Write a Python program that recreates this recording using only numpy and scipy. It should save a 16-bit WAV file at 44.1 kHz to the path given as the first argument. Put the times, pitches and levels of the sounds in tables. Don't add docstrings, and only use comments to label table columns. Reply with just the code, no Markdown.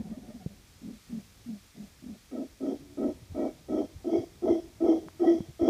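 import sys
import numpy as np
from scipy import signal
from scipy.fft import rfft, irfft
from scipy.io import wavfile
from scipy.ndimage import uniform_filter1d

SR = 44100
rng = np.random.default_rng(int(sys.argv[2]) if len(sys.argv) > 2 else 0)


def digitize_waveform(pressure):
    field = np.atleast_2d(pressure).T
    bounded = np.clip(field, -1, 1)
    quanta = np.round(bounded * 32767).astype(np.int16)
    wavfile.write(sys.argv[1], SR, quanta)


N = 250929
TIME = np.arange(N) / SR


def undb(db):
    return 10 ** (np.asarray(db) / 20)


def unit(x):
    return x / np.sqrt(np.mean(x ** 2))


def ramp(x):
    return np.clip(x, 0, 1)


def steady(x, span_s):
    size = max(int(span_s * SR), 8)
    return x / np.sqrt(uniform_filter1d(uniform_filter1d(x ** 2, size), size) + 1e-12)


def walk(rate_hz):
    size = int(SR / rate_hz)
    steps = np.repeat(rng.standard_normal(N // size + 1), size)
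    return unit(uniform_filter1d(steps, size)[:N])


def noise(spectrum):
    hz, db = np.transpose(spectrum)
    bins_hz = np.maximum(np.fft.rfftfreq(N, 1 / SR), 1)
    gain = undb(np.interp(np.log(bins_hz), np.log(hz), db))
    return irfft(rfft(rng.standard_normal(N)) * gain, N)


def tone(hz, waver):
    cycles = np.cumsum(hz * (1 + waver * walk(120))) / SR
    return unit(np.sin(2 * np.pi * cycles))


def resonate(x, modes, stages=3):
    out = 0
    for hz, width_hz, db in modes:
        section = np.concatenate(signal.iirpeak(hz, hz / width_hz, fs=SR))
        out = out + undb(db) * signal.sosfilt([section] * stages, x)
    return out


def latest_call(calls):
    rows = np.asarray(calls)
    latest = np.maximum(np.searchsorted(rows[:, 0], TIME, side="right") - 1, 0)
    start_s, *columns = rows[latest].T
    return TIME - start_s, *columns


def envelope(age_s, length_s, swell_s, swell_db, fade_s, fade_db, attack_s=0.0045, release_s=0.0065):
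    left_s = length_s - age_s
    gate = ramp(age_s / attack_s) * ramp(1 + left_s / release_s)
    return gate * undb(-swell_db * ramp(1 - age_s / swell_s) - fade_db * ramp(1 - left_s / fade_s))


# t/s, hiss gain/dB, rumble gain/dB
BREEZE = [(0, -0.5, 6), (.6, 0.5, 0), (1.2, 1.8, 0.5), (2.4, 0.9, -2), (3.2, 0.7, 4), (4.1, 0.5, 3),
          (5.69, 1.2, 1.5)]
# f/Hz, level/dB
LEAF_SPECTRUM = [(590, -40), (1000, -6), (1200, -0.5), (1300, -1.5), (1450, -3), (2000, -1.5), (2340, -0.5),
                 (2970, -4), (3250, -1.5), (4220, -2), (5050, -2), (5600, -2), (15000, -12)]
RUMBLE_SPECTRUM = [(18, -36), (30, -3.5), (84, -2.5), (111, -6.5), (157, -10.5), (724, -25.5), (791, -24),
                   (1000, -28), (1300, -47.5), (2200, -120)]


def leaves(hiss_db=-62, rumble_db=-58, flutter_db=0.25, gust_db=1.5):
    times_s, hiss_gain_db, rumble_gain_db = np.transpose(BREEZE)
    hiss = unit(noise(LEAF_SPECTRUM))
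    hiss *= undb(hiss_db + np.interp(TIME, times_s, hiss_gain_db) + flutter_db * walk(11))
    rumble = unit(noise(RUMBLE_SPECTRUM))
    rumble *= undb(rumble_db + np.interp(TIME, times_s, rumble_gain_db) + gust_db * walk(16))
    return hiss + rumble


# t/s, level/dB, f/Hz, half-width/s
BUMPS = [(2.818, -48, 138.3, 0.013), (3.228, -44, 111.7, 0.014), (3.319, -36.5, 85, 0.02),
         (3.602, -49, 152, 0.013), (3.966, -35.5, 77.93, 0.012), (4.194, -33.5, 103.8, 0.0096),
         (4.51, -37.5, 89.3, 0.014), (4.843, -40, 69.4, 0.01), (5.071, -41.5, 179.3, 0.0094),
         (5.403, -42, 73.98, 0.022), (5.494, -36, 141, 0.0081), (5.625, -31.5, 99.4, 0.0083)]
# t/s, level/dB, f/Hz, t60/s
KNOCKS = [(.461, -18.5, 161.7, 0.035), (5.085, -25, 1080, 0.0031), (5.405, -17.5, 202.5, 0.025)]
# f/Hz, level/dB
SCUFF_SPECTRUM = [(100, 4.5), (550, 1), (900, -24), (3000, -49)]


def handling(scuff_db=-17):
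    out = np.zeros(N)
    for start_s, db, hz, half_width_s in BUMPS:
        swell = np.exp(-((TIME - start_s) / half_width_s) ** 2)
        phase = 2 * np.pi * (hz * TIME + rng.random()) + 0.5 * walk(180)
        out += undb(db) * swell * np.sin(phase)
    scuff = undb(scuff_db) * steady(noise(SCUFF_SPECTRUM), 0.013)
    for start_s, db, hz, t60_s in KNOCKS:
        age_s = np.maximum(TIME - start_s, 0)
        rise = 1 - np.exp(-age_s * hz / 0.12)
        out += undb(db - 60 * age_s / t60_s) * rise * (np.sin(2 * np.pi * hz * age_s) + scuff)
    return out


def trees(x, wet_db=-24, t60_s=0.47, build_s=0.044):
    t = TIME[:SR]
    tail = rng.standard_normal(SR) * undb(-60 * t / t60_s) * (1 - np.exp(-(t / build_s) ** 2))
    return x + undb(wet_db) * signal.fftconvolve(x, tail / np.linalg.norm(tail))[:N]


def larynx(hz, rough, jitter=0.24, shimmer_db=5, air=1.0):
    cycles = np.cumsum(hz * np.exp(jitter * rough * walk(260))) / SR
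    pulses = np.diff(np.floor(cycles), prepend=0) * undb(shimmer_db * rough * walk(170))
    opening = np.exp(-(cycles % 1) / 0.25)
    puffs = unit(rng.standard_normal(N) * opening * undb(3.04 * walk(90)))
    return unit(pulses - pulses.mean()) + air * puffs


def voice(hz, rough, sac_gain, mouth_gain, sac_modes, mouth_modes, mouth_tuning, waver, rattle_db):
    rough = ramp(rough)
    pulses = larynx(hz, 0.22 + 0.78 * rough)
    growl = steady(resonate(pulses, sac_modes), 0.033)
    clear = tone(hz, waver * rough)
    throat = steady(clear * np.sqrt(1 - rough ** 2) + growl * rough, 0.08)
    tuned_modes = [(mode_hz * mouth_tuning, width_hz, db) for mode_hz, width_hz, db in mouth_modes]
    bark = steady(resonate(pulses, tuned_modes), 0.01)
    rattle = undb(rattle_db * rough * walk(110))
    return sac_gain * throat + mouth_gain * rattle * bark


# t/s, length/s, level/dB, f/Hz
WHISTLES = [(3.396, 0.16, -64, 2266), (4.109, 0.13, -58.5, 2220), (4.47, 0.12, -56.5, 2047),
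            (4.847, 0.15, -61.5, 2140), (5.246, .11, -47, 1934), (5.61, .12, -62, 2090)]


def whistles(width_hz=100):
    air = rng.standard_normal(N)
    out = np.zeros(N)
    for start_s, length_s, db, hz in WHISTLES:
        gain = envelope(TIME - start_s, length_s, swell_s=0.037, swell_db=11, fade_s=0.075, fade_db=16.5)
        out += undb(db) * gain * steady(resonate(air, [(hz, width_hz, 0)]), 0.044)
    return out


# t/s, length/s, level/dB, f/Hz
WHINES = [(.04, 0.055, -60, 740), (.115, 0.059, -54, 615), (.21, 0.078, -62, 735),
          (.295, 0.039, -50.5, 603), (.395, 0.053, -57.5, 728)]


def whines(partials_db=(0, -16, -17)):
    age_s, length_s, db, hz = latest_call(WHINES)
    partials = sum(undb(level) * tone(k * hz, waver=0.025) for k, level in enumerate(partials_db, 1))
    gain = envelope(age_s, length_s, swell_s=0.018, swell_db=11, fade_s=0.021, fade_db=12)
    return undb(db) * gain * partials


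# f/Hz, width/Hz, level/dB
NOSE_MODES = [(1298.5, 98, 4.5), (1375, 330, -13), (1906, 58, -6), (2280, 130, -11)]
AIRWAY_MODES = [(1916, 79, -5.5), (2110, 220, -4), (3150, 49, 6), (3298, 190, 3.5)]
TEETH_MODES = [(4780, 64, 2), (5490, 680, -0.5), (6130, 500, -3)]


def rasp(nose_db=-1, airway_db=-1, teeth_db=-4, flutter_db=1, knee_db=-56, growth=0.38):
    calls = BARKS + [row[:len(BARKS[0])] for row in HOOTS]
    age_s, length_s, _, hz, _, ring_db, hiss_db = latest_call(calls)
    pulses = larynx(hz, rough=1, air=2.6)
    ring = undb(ring_db) * steady(resonate(pulses, NOSE_MODES), 0.047)
    ring *= envelope(age_s, length_s, swell_s=0.069, swell_db=6, fade_s=0.093, fade_db=19)
    flow = undb(hiss_db) * envelope(age_s, length_s, swell_s=0.1, swell_db=12, fade_s=0.086, fade_db=8.5)
    whistle = steady(resonate(pulses, AIRWAY_MODES), 0.045) * (flow / undb(knee_db)) ** growth
    hiss = steady(resonate(pulses, TEETH_MODES), 0.016)
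    breath = flow * (undb(airway_db) * whistle + undb(teeth_db) * hiss)
    scattered = trees(breath, wet_db=-6, t60_s=0.57, build_s=0.02)
    return (undb(nose_db) * ring + scattered) * undb(flutter_db * walk(60))


# t/s, length/s, sac level/dB, f/Hz, mouth level/dB
MURMURS = [(2.79, .17, -53.5, 283, -67.5), (4.63, 0.073, -53, 335.1, -68), (4.995, .095, -46, 331.3, -54.5),
           (5.435, .09, -62, 314, -63.5)]


def murmurs(rough=0.7):
    age_s, length_s, sac_db, hz, mouth_db = latest_call(MURMURS)
    gain = envelope(age_s, length_s, swell_s=0.018, swell_db=-4.5, fade_s=0.04, fade_db=5)
    return voice(hz, rough, undb(sac_db) * gain, undb(mouth_db) * gain, FULL_SAC, OPEN_MOUTH,
                 mouth_tuning=1.01, waver=0.042, rattle_db=2.5)


# f/Hz, width/Hz, level/dB
SLACK_SAC = [(198.6, 155, 4), (363, 136, -8.5)]
PURSED_MOUTH = [(447, 540, 2), (645, 39.5, 7), (730, 94, 2.5), (1270, 2000, -16.5)]
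# t/s, length/s, sac level/dB, f/Hz, mouth
# level/dB, roughness/0-1
GRUNTS = [ (-.03, 0.053, -27.5, 222, -43.5, 0.7), (.036, 0.063, -39, 207, -60, .6),
          (.092, 0.058, -36.5, 214, -49, 0.65), (.16, 0.051, -40.5, 244, -53.5, 0.63),
          (.21, 0.068, -43.5, 200, -60.5, 0.67), (.275, 0.049, -42.5, 222, -50.5, 0.55),
          (.332, 0.056, -41, 228, -54.5, 0.51), (.385, 0.075, -48, 182, -62, 0.63),
          (.48, 0.081, -51, 208, -62.5, 0.66), (.815, .16, -39, 236, -67, .8),
          (1.093, 0.14, -35.5, 219.4, -62, .6), (1.458, 0.13, -36, 220, -60.5, 0.43),
          (1.74, 0.15, -42, 214, -62, 0.72), (2.02, .16, -40.5, 234, -63, 0.8), ]


def grunts(sag_hz_per_s=380):
    age_s, length_s, sac_db, mid_hz, mouth_db, rough = latest_call(GRUNTS)
    hz = mid_hz - sag_hz_per_s * length_s * (ramp(age_s / length_s) - 0.5)
    sac = envelope(age_s, length_s, swell_s=0.29 * length_s, swell_db=11,
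                   fade_s=0.39 * length_s, fade_db=20)
    mouth = envelope(age_s, length_s, swell_s=0.04, swell_db=7, fade_s=0.023, fade_db=11.5)
    return voice(hz, rough, undb(sac_db) * sac, undb(mouth_db) * mouth, SLACK_SAC, PURSED_MOUTH,
                 mouth_tuning=0.9, waver=0.0552, rattle_db=5)


# f/Hz, width/Hz, level/dB
TIGHT_SAC = [(259.2, 110, 0.006), (365, 118, 0)]
OPEN_MOUTH = [(458.4, 113, 5.5), (637.5, 92.5, 7.5), (717, 89, -0.5), (820, 33, -13), (1008, 410, -22.5)]
# t/s, length/s, sac level/dB, f/Hz, mouth level/dB, nose level/dB, hiss level/dB
BARKS = [ (2.309, 0.16, -34, 279.9, -41.5, -58, -66), (2.601, 0.17, -30, 277.5, -37.5, -58, -61),
         (2.971, 0.16, -27.5, 286.8, -34.5, -52.5, -63.5), (3.345, 0.17, -30, 294.4, -32.5, -53.5, -63),
         (3.683, 0.18, -28, 304.8, -33, -52.5, -58.5), ]


def barks(rough=0.82, mouth_trim_db=-1.5):
    age_s, length_s, sac_db, hz, mouth_db, _, _ = latest_call(BARKS)
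    sac = envelope(age_s, length_s, swell_s=0.044, swell_db=10, fade_s=0.046, fade_db=16)
    mouth = envelope(age_s, length_s, swell_s=0.049, swell_db=11, fade_s=0.04, fade_db=17.5)
    return voice(hz, rough, undb(sac_db) * sac, undb(mouth_db + mouth_trim_db) * mouth,
                 TIGHT_SAC, OPEN_MOUTH, mouth_tuning=0.98, waver=0.0798, rattle_db=-1.3)


# f/Hz, width/Hz, level/dB
FULL_SAC = [(263.5, 107, -3.5), (361.4, 90.4, -1.5)]
# t/s, length/s, sac level/dB, f/Hz, mouth level/dB, nose level/dB, hiss level/dB,
# time to crack/s, base roughness/0-1
HOOTS = [ (4.043, 0.2, -23, 340.1, -36.5, -59.5, -57, 0.069, .6),
         (4.42, 0.18, -19, 341.6, -32, -56, -56.5, 0.066, 0.36),
         (4.802, .185, -16.5, 333.3, -29, -52.5, -56, .078, 0.18),
         (5.194, .192, -16, 340.7, -32.5, -51.5, -53.5, .066, 0.14),
         (5.592, .19, -17, 328, -30.5, -52, -50.5, 0.0746, .25), ]


def hoots(sag_hz_per_s=110, crack_half_width_s=0.013, crack_dip_db=10, lead_in_dip_db=5.5):
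    age_s, length_s, sac_db, crack_hz, mouth_db, _, _, crack_s, base_rough = latest_call(HOOTS)
    since_crack_s = np.minimum(age_s, length_s) - crack_s
    crack = np.exp(-(since_crack_s / crack_half_width_s) ** 2)
    lead_in = ramp(0.5 - since_crack_s / crack_half_width_s)
    fray = ramp(since_crack_s / (length_s - crack_s)) ** 2
    hz = crack_hz - sag_hz_per_s * np.maximum(since_crack_s, -crack_s)
    rough = base_rough + (1 - base_rough) * ramp(crack + 0.3 * lead_in + 0.35 * fray)
    dip_db = crack_dip_db * crack + lead_in_dip_db * lead_in
    sac = envelope(age_s, length_s, swell_s=0.026, swell_db=15.5, fade_s=0.087, fade_db=17)
    mouth = envelope(age_s, length_s, swell_s=0.058, swell_db=10.5, fade_s=0.092, fade_db=12)
    return voice(hz, rough, undb(sac_db - dip_db) * sac, undb(mouth_db) * mouth, FULL_SAC, OPEN_MOUTH,
                 mouth_tuning=1.016, waver=0.0498, rattle_db=5)


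def monkey():
    return whines() + grunts() + barks() + hoots() + whistles() + murmurs() + rasp()


def scene():
    return (trees(monkey()) + leaves() + handling())[None]


def record(dry, low_hz=42, top_hz=15350):
    highpass = signal.butter(2, low_hz, "high", fs=SR, output="sos")
    lowpass = signal.ellip(10, 0.2, 80, top_hz, fs=SR, output="sos")
    return signal.sosfilt(lowpass, signal.sosfilt(highpass, dry))


dry = scene()
out = record(dry)
digitize_waveform(out)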